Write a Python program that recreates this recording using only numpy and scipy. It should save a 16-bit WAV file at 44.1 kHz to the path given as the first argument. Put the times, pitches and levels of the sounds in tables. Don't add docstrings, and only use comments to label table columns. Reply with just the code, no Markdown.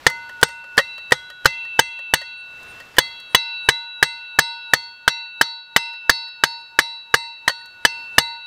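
import sys
import numpy as np
from scipy import signal
from scipy.fft import rfft, irfft, next_fast_len
from scipy.io import wavfile

SR = 44100
rng = np.random.default_rng(int(sys.argv[2]) if len(sys.argv) > 2 else 0)


def ratio_of_db(decibels):
    return 10 ** (np.asarray(decibels, float) / 20)


def digitize_waveform(pressure):
    field = np.atleast_2d(pressure).T
    bounded = np.clip(field, -1, 1)
    quanta = np.round(bounded * 32767).astype(np.int16)
    wavfile.write(sys.argv[1], SR, quanta)


N = 373292
AFTER = np.arange(SR // 5) / SR


def unit(x):
    return x / np.sqrt(np.mean(x ** 2) + 1e-20)


def along(points, hz):
    f, v = np.transpose(points)
    return np.interp(np.log(hz + 1), np.log(f + 1), v)


def curves(rows):
    s, *cols = np.transpose(rows)
    return [np.interp(np.arange(N) / SR, s, c) for c in cols]


def wobble(rate, size=N):
    knots = rng.standard_normal(512)
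    return np.interp(np.arange(size) * rate / SR, np.arange(len(knots)), knots)


def filtered(x, response):
    m = next_fast_len(len(x) + SR // 2)
    return irfft(rfft(x, m) * response(np.fft.rfftfreq(m, 1 / SR)), m)[:len(x)]


def add(track, s, x):
    part = track[round(s * SR):][:len(x)]
    part += x[:len(part)]


# t/s, firmness/0-1
FIRMNESS = [(0, .05), (2.3, 0.2), (3.2, 0.3), (4.5, .6), (6, 1), (7.3, .95), (8.4, 0.5)]


def sunk(s, loose, firm):
    return loose + (firm - loose) * np.interp(s, *np.transpose(FIRMNESS))


# f/Hz, level/dB per Hz
HUM_SPECTRUM = [(30, -4), (90, 0.5), (280, -4), (700, -2), (1400, -0.5), (2200, -5), (4000, -7.5),
                (6000, -15.5), (9500, -23), (15600, -24.5), (15900, -60)]
# t/s, level/dB rms of its low band
AIR_LEVEL = [(0, -58.5), (.6, -63.5), (1.3, -65), (2.4, -68.5), (2.62, -59), (2.75, -55), (2.95, -59.5),
             (3.2, -66.5), (4.5, -71), (5.6, -74), (7.3, -72.5), (7.75, -65), (8, -65), (8.4, -69.5)]


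def air():
    t, blows = np.arange(N) / SR, np.array(BLOW_S + [8.53])
    next_blow = blows[np.searchsorted(blows, t)]
    rise_db = sunk(t, loose=7, firm=8.5) * np.exp((t - next_blow) / 0.038)
    gain_db, = curves(AIR_LEVEL)
    hum = unit(filtered(rng.standard_normal(N), lambda f: ratio_of_db(along(HUM_SPECTRUM, f))))
    return ratio_of_db(gain_db + rise_db + 10.5 + 1.2 * wobble(6.5)) * hum


# t/s, level/dB
CRICKET_CHIRPS = [(.48, -57), (2.372, -61), (2.679, -53), (3.295, -55), (3.63, -59), (4.7, -62),
                  (6.58, -68), (6.93, -68), (7.58, -62), (7.83, -62), (8.13, -64)]


def cricket():
    out, t = np.zeros(N), AFTER[AFTER < .042]
    stroke = t / .007 % 1
    tone = np.sin(2 * np.pi * np.cumsum(9250 - 550 * stroke ** 2) / SR)
    for s, db in CRICKET_CHIRPS:
        swell = ratio_of_db(db + 3 + 180 * (t - .03))
        add(out, s, swell * np.sin(np.pi * stroke) * tone)
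    return out


# f/Hz, level/dB per Hz
SCATTER_SPECTRUM = [(100, -12), (400, -6), (900, -6), (1900, 9), (2500, -6.5), (4000, 2), (6000, -6.5),
                    (9000, -13.5), (15000, -27)]
# f/Hz, t60/s
SCATTER_DECAY = [(150, .12), (1000, 0.35), (1900, 0.2), (4000, 0.53), (15000, 0.29)]


def scatter():
    out = np.zeros(N)
    for s, (db, *_) in zip(BLOW_S, BLOW_SETTINGS):
        hz, t, z = signal.stft(rng.standard_normal(len(AFTER)), SR, nperseg=256)
        streaks_db = rng.normal(0, 5.5, (len(hz), 1))
        t60 = along(SCATTER_DECAY, hz)[:, None]
        fade = .048 * ratio_of_db(streaks_db - 60 * t / t60) + 2.6 * ratio_of_db(-60 * t / .04)
        tail = z * fade * ratio_of_db(along(SCATTER_SPECTRUM, hz))[:, None]
        add(out, s + 0.000998, ratio_of_db(0.61 * db - 9) * signal.istft(tail, SR)[1])
    return out


# t/s, chatter peak level near 2 kHz/dB, bright tick level/dB
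JOINT_TICKS = [(0.099, -33, -23.5), (0.293, -37, -86), (0.414, -38, -24.5), (0.487, -40, -35),
               (0.641, -44, -66), (0.771, -36, -24.5), (0.787, -15, -39.5), (0.796, -23.5, -35),
               (0.848, -49, -60), (0.98, -39.5, -91), (1.108, -33.5, -28), (1.19, -54, -59),
               (1.301, -38.5, -39), (1.447, -31, -24.5), (1.65, -47, -50), (1.788, -32, -32.5),
               (1.99, -42.5, -50), (2.215, -38, -41), (2.63, -62, -37), (2.801, -37.5, -47),
               (2.967, -34, -26.5), (3.2, -54.5, -35.5), (5.933, -52, -47), (6.282, -56.5, -45.5),
               (7.493, -20.5, -60), (7.658, -59, -37.5)]
# f/Hz, width/Hz, level/dB
COLLAR_MODES = [(544, 45, 0), (1330, 600, -6.5), (1890, 43, 7.5), (3130, 560, -4.5), (3300, 450, -6),
                (4450, 43, -5.5)]


def collar(f):
    total = 0
    for k, (centre, width, db) in enumerate(COLLAR_MODES):
        damping = 1j * f * width
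        total = total + (-1) ** k * ratio_of_db(db) * damping / (centre * centre - f * f + damping)
    return total


def bright(f):
    return ratio_of_db(4) * (1j * f / (3000 + 1j * f) * 9000 / (9000 + 1j * f)) ** 2


def joint():
    chatter, tick, t = np.zeros(N), np.zeros(N), AFTER
    for s, db, tick_db in JOINT_TICKS:
        add(chatter, s, ratio_of_db(db + 22 - 60 * t / 0.045) * rng.standard_normal(len(t)))
        add(tick, s, ratio_of_db(tick_db - 5 - 60 * t / 0.035) * rng.standard_normal(len(t)))
    return filtered(chatter, collar) + filtered(tick, bright)


def dead_db(s, t, loose_s, loose_db, firm_s, firm_db, width):
    return sunk(s, loose_db, firm_db) * np.exp(-((t - sunk(s, loose_s, firm_s)) / width) ** 2)


SHARP_NULLS = {3928.5: (.1, 21, .1, -30, .01), 4442: (.11, 17, .07, 0, .01), 2053: (.21, 10, .15, 14, .012)}


def null(s, t, hz):
    *dead, width = SHARP_NULLS.get(hz, (0, 0, 0, 0, 1))
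    loss_db = dead_db(s, t + rng.normal(0, .012), *dead, width)
    return ratio_of_db(-np.maximum(loss_db, 0))


def beam(t, depth, rate):
    return 1 + depth * wobble(rate, size=len(t)) * np.minimum(t / 0.066, 1)


# t/s after a blow, speed/(m/s)
SWING_SPEED = [(0, -0.84), (.14, 1), (.25, 0.11), (.4, -2.5), (.6, -.3), (.7, -0.63)]
# f/Hz, t60/s
LONG_MODES = [(927.9, 1.6), (1476.8, 8), (2683, 4), (3928.5, 1.5)]
# level/dB rms of the four modes, low to high, and the ping
LONG_LEVELS = [(-47.5, -42, -52, -60.5, -77), (-51.5, -44, -45, -65, -83), (-60, -53, -40, -45, -84),
               (-62.5, -46, -56, -50.5, -83.5), (-56, -52.5, -34.5, -48.5, -88), (-56, -53, -36, -49, -83),
               (-60, -50, -41, -46.5, -76.5), (-57, -55, -46, -45.5, -82), (-50, -48, -35.5, -35.5, -80.5),
               (-49.5, -47.5, -44, -37, -79), (-52, -48.5, -41, -42, -88), (-44.5, -46, -41.5, -39.5, -75),
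               (-53, -51.5, -50, -54.5, -83), (-51.5, -50, -40.5, -40.5, -83),
               (-50.5, -53, -51.5, -42, -86), (-47.5, -50.5, -38.5, -43, -69),
               (-50.5, -51.5, -44.5, -41, -72), (-46.5, -54, -49, -46, -70),
               (-48.5, -60.5, -49, -39.5, -64), (-46.5, -61.5, -45.5, -43, -67),
               (-54.5, -50.5, -50.5, -49.5, -88), (-50, -49.5, -38, -51.5, -85),
               (-43.5, -49.5, -43.5, -39, -83)]
# t/s after the blow, loss/dB (loose stake), t/s, loss/dB (firm stake), width/s
LONG_DEAD = [(.26, 6, 0.24, 19, 0.045), (0.24, 0.76, .24, 5.6, 0.018), (0.041, 3.3, 0.23, 1.4, .07),
             (0.058, 1.5, 0.3, 8.4, 0.05)]
# f/Hz, t60/s
SHORT_MODES = [(2053, .45), (3306, .9), (4442, .7), (5100, .6), (8390, .28)]
SHORT_LEVELS = [(-41, -61, -52, -81.5, -70.5), (-52, -68.5, -55.5, -68, -56.5),
                (-49.5, -65, -52.5, -78, -71.5), (-54.5, -51.5, -65, -72.5, -70),
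                (-45.5, -52.5, -50, -65, -79), (-48.5, -50, -51.0, -70.5, -63),
                (-52, -54.5, -45, -66.5, -65.5), (-46, -45, -43, -71, -63), (-48, -55, -43.5, -50.5, -70),
                (-51, -56, -57, -66.0, -68), (-48.5, -56, -46, -58, -59), (-52.0, -52.5, -42.5, -44.5, -57),
                (-55.5, -54.0, -42.5, -70, -73), (-52.5, -66, -45.5, -68, -80),
                (-57.5, -61, -43.5, -56, -78), (-51.0, -60, -50, -47, -64), (-53.0, -61, -40, -44, -71),
                (-62, -71, -43.5, -48, -74), (-55.5, -66, -48, -54, -62.5), (-52, -71, -46, -54, -60),
                (-68, -65, -45, -66, -71), (-56, -63.5, -45, -49.5, -66), (-49, -63, -41.5, -60.5, -62.5)]
SHORT_DEAD_ANGLES = [(0.12, 2.6, 0.26, 4, 0.015), (0.032, 5, 0.18, 2.5, 0.014),
                     (0.13, 8.4, 0.32, 4.3, 0.028)]
# f/Hz, level/dB, t60/s
FAINT_MODES = [(1330, -48.5, 0.1), (3564, -42.5, 0.16), (4950, -43, .2), (5675, -41.5, 0.26),
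               (6300, -45, 0.21), (7850, -50, 0.17), (9600, -52.5, 0.092), (11230, -52, 0.12)]
REST_S, REST_DB_PER_S = 2.8, 54
PING_HZ, PING_T60 = 10630, .22


def ring():
    out = np.zeros(N)
    ends = BLOW_S[1:] + [8.5]
    for s, end, (*long_db, ping_db), short_db in zip(BLOW_S, ends, LONG_LEVELS, SHORT_LEVELS):
        t = np.arange(round((end - s) * SR)) / SR
        downswing = 4.5 * np.exp((s + t - end) / 0.052)
        speed = np.interp(t, *np.transpose(SWING_SPEED)) - downswing
        turn = 2 * np.pi * np.cumsum(1 + speed / 343) / SR

        rest_db = REST_DB_PER_S * np.maximum(s + t - REST_S, 0) * (s < REST_S)
        fresh_db = 7.2 + 5 * np.exp(-t / 0.0066) - rest_db
        x = np.zeros(len(t))
        for (hz, t60), dead, db in zip(LONG_MODES, LONG_DEAD, long_db):
            level = ratio_of_db(db + fresh_db - 60 * (t - .18) / t60 - dead_db(s, t, *dead))
            x += level * null(s, t, hz) * beam(t, 0.088, 25) * np.sin(hz * turn)

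        for k, ((hz, t60), db) in enumerate(zip(SHORT_MODES, short_db)):
            if k < len(SHORT_DEAD_ANGLES):
                db = db + 8.0 - dead_db(s, t, *SHORT_DEAD_ANGLES[k])
            else:
                db = db + 0.5
            level = ratio_of_db(db - 60 * (t - .1) / t60)
            x += level * null(s, t, hz) * beam(t, .2, 25) * np.sin(hz * turn)

        for hz, db, t60 in FAINT_MODES:
            level = ratio_of_db(db + rng.normal(0, 3.5) - 60 * t / t60)
            x += level * beam(t, .6, 40) * np.sin(hz * turn)

        ping = ratio_of_db(ping_db + 3 - 60 * (t - .075) / PING_T60) * np.minimum(t / .03, 1)
        x += ping * np.sin(PING_HZ * turn)
        buzz = wobble(130, size=len(t)) * wobble(22, size=len(t))
        x += ratio_of_db(sunk(s, -54, -47) - 60 * t / .9) * buzz * np.sin(1858 * turn)
        add(out, s, x)
    return out


def struck(modes, spread_db, detune):
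    hz, db, t60 = np.transpose(modes)[:, :, None]
    level, bend = rng.standard_normal((2, len(modes), 1))
    envelope = ratio_of_db(db + spread_db * level - 60 * AFTER / t60)
    return np.sum(envelope * np.sin(2 * np.pi * hz * (1 + detune * bend) * AFTER), axis=0)


BLOW_S = [.0656, .429, .7783, 1.1208, 1.4563, 1.7919, 2.1375, 2.9837, 3.3469, 3.6882, 4.0271, 4.3885,
          4.7351, 5.0781, 5.4119, 5.7625, 6.0953, 6.4369, 6.7892, 7.141, 7.4782, 7.8502, 8.1819]
# clang peak level/dB, clang f/Hz, contact/ms, upper plate level/dB re clang, joint slap level/dB
BLOW_SETTINGS = [(-0.5, 1792, 5.3, -11, -21.5), (0, 1572, 7.2, -13.5, -9), (-2.5, 1701, 10, -14, -42),
                 (0, 1780, 7.6, -16, -37), (2, 1500, 4.6, -15, -17), (-2, 1630, 7.4, -3.5, -11.5),
                 (-1, 1591, 2.6, -8, -12.5), (1.5, 1777, 8, -5, -4.5), (-2, 1901, 6.5, -1.5, -11),
                 (0.5, 1736, 4.2, -9.5, -20.5), (1, 1756, 4, -18, -19), (0.5, 1600, 6.8, -12, -11),
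                 (-1, 1832, 6.2, -12.5, -16), (-4, 1567, 5.4, -7, -20), (-1.5, 1584, 3.9, -8.5, -17),
                 (0, 1710, 5.2, -14, -13.5), (2.5, 1690, 4.5, -13.5, -16), (-1.5, 1647, 5.6, -11, -19.5),
                 (1, 1673, 3.5, -13, -17), (1, 1662, 7.1, -17, -15.5), (-6, 1882, 8.3, -10.5, -24.5),
                 (-2.5, 1690, 7.7, -5, -21), (4, 1672, 4.6, -7.5, -8)]
# f/Hz, level/dB, t60/s
PLATE_MODES = [(3009, 4.5, 0.031), (3435, -2.5, 0.047), (4074, 3, 0.021), (4794, -3, .03),
               (4880, -9.5, 0.0089), (6175, -10.5, 0.083), (8220, -6.5, 0.036)]
# f/Hz, level/dB, t60/s
WOOD_MODES = [(65, -48.5, 0.4), (148.5, -21.5, 0.075), (324, -22.5, 0.021), (878, -17.5, 0.063),
              (1279, -32, 0.098)]
BOWL_DB, BOWL_FOLLOWS = -2.5, 0.5
SLAP_MS = 5


def clang():
    out, t = np.zeros(N), AFTER
    for s, (db, hz, contact_ms, plate_db, slap_db) in zip(BLOW_S, BLOW_SETTINGS):
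        bowl_db = BOWL_DB + BOWL_FOLLOWS * plate_db
        stake_db = sunk(s, loose=-4, firm=-14.5)
        modes = [(hz, 0, .05), (955, bowl_db - 0.5, .05), (505, stake_db - 4.5, .08),
                 (1.0 * hz, -12, .04), (.85 * hz, -12, .04), (1230, -10, .045), (770, stake_db - 8, .045)]
        body = struck(modes, spread_db=1.74, detune=0.038)
        plate = ratio_of_db(plate_db - .6) * struck(PLATE_MODES, spread_db=2.5, detune=.02) * (1 - np.exp(-t / .0015))
        lifted = 1 / (1 + np.exp(-(t - contact_ms / 1e3) / 0.00035))
        steel = ratio_of_db(-16 * lifted) * body + ratio_of_db(-4 * lifted) * plate

        late = np.maximum(t - SLAP_MS / 1e3, 0)
        slap_fade = ratio_of_db(-60 * late / 0.0096) * (late > 0) + .3 * ratio_of_db(-60 * t / 0.016)
        slap = ratio_of_db(slap_db + 6.5) * rng.standard_normal(len(t)) * slap_fade

        wood = struck(WOOD_MODES, spread_db=1.5, detune=.03)
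        thud_db = sunk(s, loose=0.5, firm=-6.5)
        blow = ratio_of_db(db + 2.2) * steel + ratio_of_db(db + thud_db) * wood + slap
        add(out, s, blow * (1 - np.exp(-t / .0003)))
    return out


def scene():
    return (air() + cricket() + scatter() + joint() + ring() + clang())[None]


def top_cut(x):
    return signal.sosfilt(signal.butter(12, 16370, fs=SR, output="sos"), x)


def record(dry):
    clipped = np.clip(dry[0], -1, 1)
    band = filtered(clipped, lambda hz: ratio_of_db(np.interp(hz, [15000, 16300, 16450], [0, -11, -60])))
    return top_cut(band[None])


dry = scene()
out = record(dry)
digitize_waveform(out)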